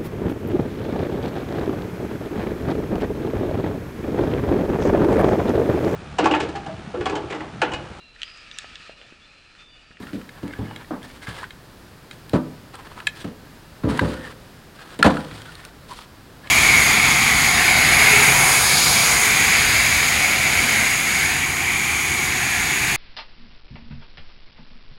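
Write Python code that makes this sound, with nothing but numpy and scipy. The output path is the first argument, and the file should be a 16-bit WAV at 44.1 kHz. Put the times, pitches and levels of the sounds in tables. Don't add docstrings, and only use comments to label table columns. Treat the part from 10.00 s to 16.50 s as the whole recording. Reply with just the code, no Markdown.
import sys
import numpy as np
from scipy import signal
from scipy.fft import rfft, irfft, next_fast_len
from scipy.io import wavfile

SR = 44100
rng = np.random.default_rng(int(sys.argv[2]) if len(sys.argv) > 2 else 0)


def materialize(psi):
    bounded = np.clip(np.atleast_2d(psi).T, -1, 1)
    quanta = np.round(bounded * 32767).astype(np.int16)
    wavfile.write(sys.argv[1], SR, quanta)


N = 286650
TIME = np.arange(N) / SR
AGE, BRIEF = TIME[:32768], TIME[:4096]
CUTOFF_HZ = 16000

# f/Hz, relative level/dB
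AIR_COLOUR = [(12, -27), (20, -2.5), (130, -1), (241, -5), (542, -11.5), (660, -13), (802, -14),
              (1090, -14.5), (1760, -15), (2020, -19), (2820, -21.5), (4300, -22.5), (4810, -22.5),
              (6010, -28.5), (16000, -32.5)]
RASP_COLOUR = [(300, 0), (700, -1.5), (1000, 1), (1300, 0), (1700, -1), (2300, -10.5), (3200, -13),
               (5000, -35)]
HISS_COLOUR = [(1800, -10), (3200, -1.5), (4600, -2.5), (6000, -11), (9500, -9), (12000, -23.5),
               (16000, -23)]
CRACK_COLOUR = [(700, 3.5), (1500, 8), (4200, 0.5), (5800, -16.5), (8500, -9), (11500, -18.5), (16000, -38)]
JOSTLE_COLOUR = [(50, -22), (90, -6), (200, 22.5), (280, -5), (450, 2.5), (900, 2.5), (1500, -5.5),
                 (2100, -13.5), (4200, -20), (5500, -30), (8500, -31), (12000, -39), (16000, -64)]
# t/s, peak/dB, resonance f/Hz
SPLINTER_SNAPS = [(0.023, -38, 3840), (0.4794, -31.5, 2700), (1.0296, -32, 3700), (2.295, -27.5, 5100),
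                  (2.7544, -29, 3370), (3.975, -23.5, 3120), (4.089, -40, 4040), (4.9902, -23.5, 3700),
                  (5.4185, -27, 3170), (5.553, -26, 4240), (5.6506, -23, 6100), (5.933, -32, 4200)]
# t/s, length/s, starting rasp level/dB, swell with speed/(dB/s),
# hiss over rasp/dB, resonance f/Hz, jerkiness/0-1
LOG_SLIDES = [(0.0, .27, -45, -19, -7, 1430, 0.64), (0.307, 0.54, -50.5, 10, -14, 1710, 0),
              (1.014, 0.21, -48, 0, -3, 1790, 0.54), (1.208, 0.062, -39, 0, -3, 1670, .1),
              (1.256, .22, -37, -24, -7, 1680, 0), (2.099, 0.073, -52, -20, 1, 1700, .1),
              (2.715, 0.33, -41, 1.5, -11.5, 1005, 0.74), (3.139, 0.11, -44.5, -15, 0.5, 1330, 0.36),
              (3.871, .47, -33.5, -18.5, -7.5, 1440, 0.15), (4.729, 0.25, -47, 17, -6, 1300, 0.42),
              (5.082, 0.63, -39, -16.5, -4.5, 1452, .2), (5.873, 0.19, -41.5, -12, -3.5, 1000, 0),
              (6.428, 0.25, -45.5, 0, -12, 1700, 0)]
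# multiple of its pitch, level/dB, t60/s
LOG_MODES = [(1.001, -6, 0.024), (1.1, -43, 0.0068), (1.253, -7, 0.021), (1.45, -8.5, 0.014),
             (1.879, -8.5, 0.011), (2.241, -20, 0.02), (2.85, -4, 0.0027), (4.2, -29, 0.0075),
             (5.2, -26.5, 0.004)]
# t/s, peak/dB, pitch f/Hz, overtone tilt/(dB/octave)
LOG_KNOCKS = [(0.068, -28.5, 1490, 2), (0.29, -29, 1704, 4), (0.534, -25, 1580, -7), (0.709, -28, 860, -10),
              (0.76, -24, 1732, 14), (1.099, -35, 1510, 11), (1.269, -23.5, 1660, -5),
              (1.430, -22, 1030, -9), (1.439, -22.5, 1510, -15), (1.505, -27, 1710, 10),
              (2.11, -24, 1697, 15), (2.914, -33, 1010, -24), (3.001, -22.5, 1343, 8),
              (3.069, -4, 1734, 11), (3.0724, -13, 1694, 0), (3.99, -9.5, 988, -19),
              (3.992, -7, 1590, -5.5), (4.79, -32, 1280, -3), (4.825, -33, 1330, 8),
              (5.026, 5.5, 1375, -7.5), (5.168, -16.5, 1310, -10), (5.987, -29.5, 950, -8),
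              (6.471, -27, 1765, 10)]
# f/Hz, level/dB, lingering t60/s
CART_MODES = [(67.4, -4.5, 0.9), (108.9, 2.5, 1), (153.3, 0, 1.0), (168.8, -13.5, 0.97), (195, -9.5, 0.093),
              (225.8, -2.5, 0.45), (247.6, -6, 1.0), (255.3, -3, 1), (286, 1.5, 0.76), (317.3, -1, 0.071),
              (352, -9, 0.48), (428.7, -5.5, 0.27), (482, -15, 0.94), (490.5, -12.5, 1), (523, -9, 0.18),
              (587, -14, 0.98), (631.6, -21.5, 0.2), (699, -32.5, 0.13), (836.4, -17, 0.052),
              (974, -20.5, 0.19), (981, -15.5, 0.45), (1183, -19, 0.15), (1273, -20, 1),
              (1323, -43.5, 0.34), (1487, -32, 0.37), (1514, -31, 0.69)]
REGISTER_EDGES = [54, 180, 600, 1800, 16000]
# t/s, body level/dB, boom over body/dB, knock over body/dB,
# bark crunch over body/dB, gap between touches/s, pitch of the struck spot f/Hz
LOG_LANDINGS = [(0.001, -37, -6.5, -12, -16.5, .022, 253), (0.13, -30.5, -8, -22, -17.5, .012, 200),
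                (0.428, -29.5, -5.5, -15, -23, 0.031, 285), (0.587, -30.5, 2.5, -11.5, -24.5, 0.025, 86),
                (0.906, -28, -30, -5.5, -30, 0.027, 380), (1.279, -44, 10.5, -9, -19, 0.14, 130),
                (2.332, -18, -1.5, -9, -20.5, 0.012, 191), (3.243, -29.5, -5, -12.5, -15.5, .032, 180),
                (3.834, -23.5, 1, -11.5, -24, 0.015, 81), (3.871, -22.5, -4, -18.5, -34, .036, 108),
                (3.915, -32, 5, -2.5, -19, 0.025, 151), (4.01, -20.5, -1.5, -9.5, -24.5, .024, 78),
                (4.088, -32.5, -3.5, -28, -29, 0.053, 109.3), (4.99, -29, -8, -9, -15, .003, 327),
                (5.042, -17, -1, 1.5, -10, 0.0078, 196), (5.061, -14, -10, -12.5, -12.5, .039, 214),
                (5.31, -49, 9.5, -18, 3, 0.042, 109)]


def from_db(db):
    return 10 ** (np.asarray(db) / 20)


def rms_one(x):
    return x / np.sqrt(np.mean(x ** 2) + 1e-20)


def fade(t60, age=AGE):
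    return np.exp(-np.log(1000) * age / max(t60, 1e-3))


def rise(seconds, age=AGE):
    return np.tanh((age / seconds) ** 2)


def band(x, low_hz, high_hz, order=2):
    edges = [low_hz, min(high_hz, SR / 2 - 100)]
    return signal.sosfilt(signal.butter(order, edges, "band", fs=SR, output="sos"), x)


def response(low_hz, high_hz, order):
    b, a = signal.butter(order, [low_hz, high_hz], "band", analog=True)
    return signal.freqs(b, a, np.fft.rfftfreq(len(AGE), 1 / SR))[1]


def coloured(x, colour):
    hz, db = np.transpose(colour)
    size = next_fast_len(len(x))
    bins_hz = np.maximum(np.arange(size // 2 + 1) * SR / size, 1)
    curve = from_db(np.interp(np.log(bins_hz), np.log(hz), db, left=-90, right=-90))
    return rms_one(irfft(rfft(x, size) * curve, size)[:len(x)])


def noise(colour, size):
    return coloured(rng.standard_normal(size), colour)


def drift(per_s, size):
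    knots = rng.standard_normal(4096)
    return rms_one(np.interp(TIME[:size] * per_s, np.arange(len(knots)), knots))


def add(out, at, sound):
    start = max(round(at * SR), 0)
    out[start:start + len(sound)] += sound[:N - start]


def open_air(level_db=-45, waver_db=.5):
    return from_db(level_db + waver_db * drift(5.43, N)) * noise(AIR_COLOUR, N)


def yard_echo(x, near_db=-18, far_db=-29):
    near = band(rng.standard_normal(len(AGE)), 1260, 9300, order=1) * fade(t60=0.078) * rise(0.015)
    far = band(rng.standard_normal(len(AGE)), 230, 920, order=1) * fade(t60=0.66) * rise(0.056)
    echoes = from_db(near_db) * near / np.linalg.norm(near) + from_db(far_db) * far / np.linalg.norm(far)
    return signal.fftconvolve(x, echoes)[:N]


def squeak(peak_s=.70, peak_db=-49, pitch_hz=2930, sag_hz_per_s=1400, waver=0.0096, attack_s=0.027):
    age = np.clip(TIME - peak_s, -1, 1)
    hz = (pitch_hz - sag_hz_per_s * age) * (1 + waver * drift(330, N))
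    envelope = np.minimum(np.exp(age / attack_s), fade(t60=0.61, age=age))
    return from_db(peak_db) * envelope * np.sin(2 * np.pi * np.cumsum(hz) / SR)


def snaps(t60=0.012):
    out = np.zeros(N)
    for at, peak_db, hz in SPLINTER_SNAPS:
        burst = noise(CRACK_COLOUR, len(BRIEF)) * fade(t60, BRIEF) * rise(0.0003, BRIEF)
        tick = band(burst, hz / 0.51, hz * 4, order=1)
        tick += band(burst, hz / 0.97, hz * 1.07, order=1)
        add(out, at, from_db(peak_db) * tick / np.abs(tick).max())
    return out


def grains(per_s, spread_db):
    sizes = from_db(spread_db * np.minimum(rng.exponential(1, SR), 4)) * rng.choice([-1, 1], SR)
    return sizes * (rng.random(SR) < per_s / SR)


def slide_speed(age, db_per_s, jerkiness, jerks_per_s=16.94, attack_s=0.019, release_s=0.022):
    sticking = jerkiness * np.cos(np.pi * jerks_per_s * age) ** 2
    return from_db(db_per_s * age) * (1 - sticking) * rise(attack_s, age) * rise(release_s, age[::-1])


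def slides(judder_db=1.5, ring_db=7, wander_db=8.7, half_width_hz=35, flake_db=-6, swell_db=1.86):
    out = np.zeros(N)
    for at, length_s, level_db, db_per_s, hiss_db, hz, jerkiness in LOG_SLIDES:
        size = int(length_s * SR)
        catches = grains(per_s=7000, spread_db=3) * from_db(judder_db * drift(107.7, SR))
        rasp = coloured(catches, RASP_COLOUR)
        ring = np.zeros(SR)
        for ratio, db, _ in LOG_MODES[:3]:
            mode = band(rasp, hz * ratio - half_width_hz, hz * ratio + half_width_hz, order=1)
            ring += from_db(db + wander_db * drift(19.7, SR)) * mode
        rasp += from_db(ring_db) * ring
        flakes = grains(per_s=260, spread_db=4.5)
        hiss = coloured(catches, HISS_COLOUR) + from_db(flake_db) * coloured(flakes, CRACK_COLOUR)
        stroke = rms_one(rasp[:size]) + from_db(hiss_db) * rms_one(hiss[:size])
        pressure = rms_one(from_db(swell_db * drift(29, size)))
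        add(out, at, from_db(level_db) * stroke * pressure * slide_speed(TIME[:size], db_per_s, jerkiness))
    return out


def bumps(per_s=5.8, peak_db=-35, spread_octaves=.2, tilt_db=-4, tilt_spread_db=5):
    for start, length_s, *_, hz, _ in LOG_SLIDES:
        times = start + rng.uniform(0, length_s, round(per_s * length_s))
        for at in times:
            force_db, detune, edge = rng.standard_normal(3)
            pitch_hz = hz * 2 ** (spread_octaves * detune)
            if at < TIME[-1]:
                yield at, peak_db + force_db, pitch_hz, tilt_db + tilt_spread_db * edge


def clacks(contact_s=0.0027, crack_db=-9, crack_per_tilt=0.54, crack_t60=0.018):
    out = np.zeros(N)
    for at, peak_db, pitch_hz, tilt_db in [*LOG_KNOCKS, *bumps()]:
        ring = np.zeros(len(BRIEF))
        for k, (ratio, db, t60) in enumerate(LOG_MODES):
            gain = (-1) ** k * from_db(db + tilt_db * np.log2(ratio))
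            ring += gain * np.sin(2 * np.pi * pitch_hz * ratio * BRIEF) * fade(t60, BRIEF)
        crack = noise(CRACK_COLOUR, len(BRIEF)) * fade(crack_t60, BRIEF)
        crack *= from_db(crack_db + crack_per_tilt * tilt_db)
        crack = band(crack, 0.78 * pitch_hz, CUTOFF_HZ)
        knock = (ring + crack) * rise(contact_s, BRIEF)
        add(out, at, from_db(peak_db) * knock / np.abs(knock).max())
    return out


def touches(count=3, loss_db_per_s=205, boom_loss_db=4.5, ring_growth=1.9):
    for at, body_db, boom_db, knock_db, crunch_db, gap_s, spot_hz in LOG_LANDINGS:
        first_t60 = 0.094 * (198 / spot_hz) ** 1.02
        for k in range(count):
            balance_db = np.array([boom_db - boom_loss_db * k, 0, knock_db, crunch_db])
            levels_db = body_db - loss_db_per_s * k * gap_s + balance_db
            t60 = first_t60 * ring_growth ** k
            yield at + k * gap_s, levels_db, t60, spot_hz


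def thuds(jostle_db=1.1, tail_db=-19, linger_db=-19, uneven_db=3, contact_s=0.0012, spot_db=-2):
    out = np.zeros(N)
    modes = np.array([from_db(db) * np.sin(2 * np.pi * hz * AGE) for hz, db, _ in CART_MODES])
    lingering = from_db(linger_db) * modes * [fade(t60) for *_, t60 in CART_MODES]
    settling = from_db(jostle_db) * (fade(t60=0.18) + from_db(tail_db) * fade(t60=0.34))
    crossover = [response(low, high, order=3) for low, high in zip(REGISTER_EDGES, REGISTER_EDGES[1:])]
    for at, levels_db, t60, spot_hz in touches():
        strengths = from_db(uneven_db * rng.standard_normal(len(modes))) * rng.choice([-1, 1], len(modes))
        ring = strengths @ modes * fade(t60) + strengths @ lingering
        jostle = settling * noise(JOSTLE_COLOUR, len(AGE))
        spectrum = rfft((ring + jostle) * rise(contact_s))
        spectrum *= 1 + from_db(spot_db) * response(spot_hz / 1.04, spot_hz * 1.005, order=1)
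        spectrum *= response(0.35 * spot_hz, CUTOFF_HZ, order=2)
        registers = irfft(spectrum * crossover)
        registers[-1] *= fade(t60=0.23)
        attack_rms = registers[:, :SR // 25].std(axis=1)
        add(out, at, from_db(levels_db) / attack_rms @ registers)
    return out


def scene():
    wood = thuds() + clacks() + snaps() + slides() + squeak()
    air = open_air()
    return (wood + yard_echo(wood) + air)[None]


def record(dry, ceiling=.93):
    rounded = dry / (1 + (dry / ceiling) ** 6) ** (1 / 6)
    return signal.sosfilt(signal.ellip(12, .1, 90, CUTOFF_HZ, fs=SR, output="sos"), rounded)


dry = scene()
out = record(dry)
materialize(out)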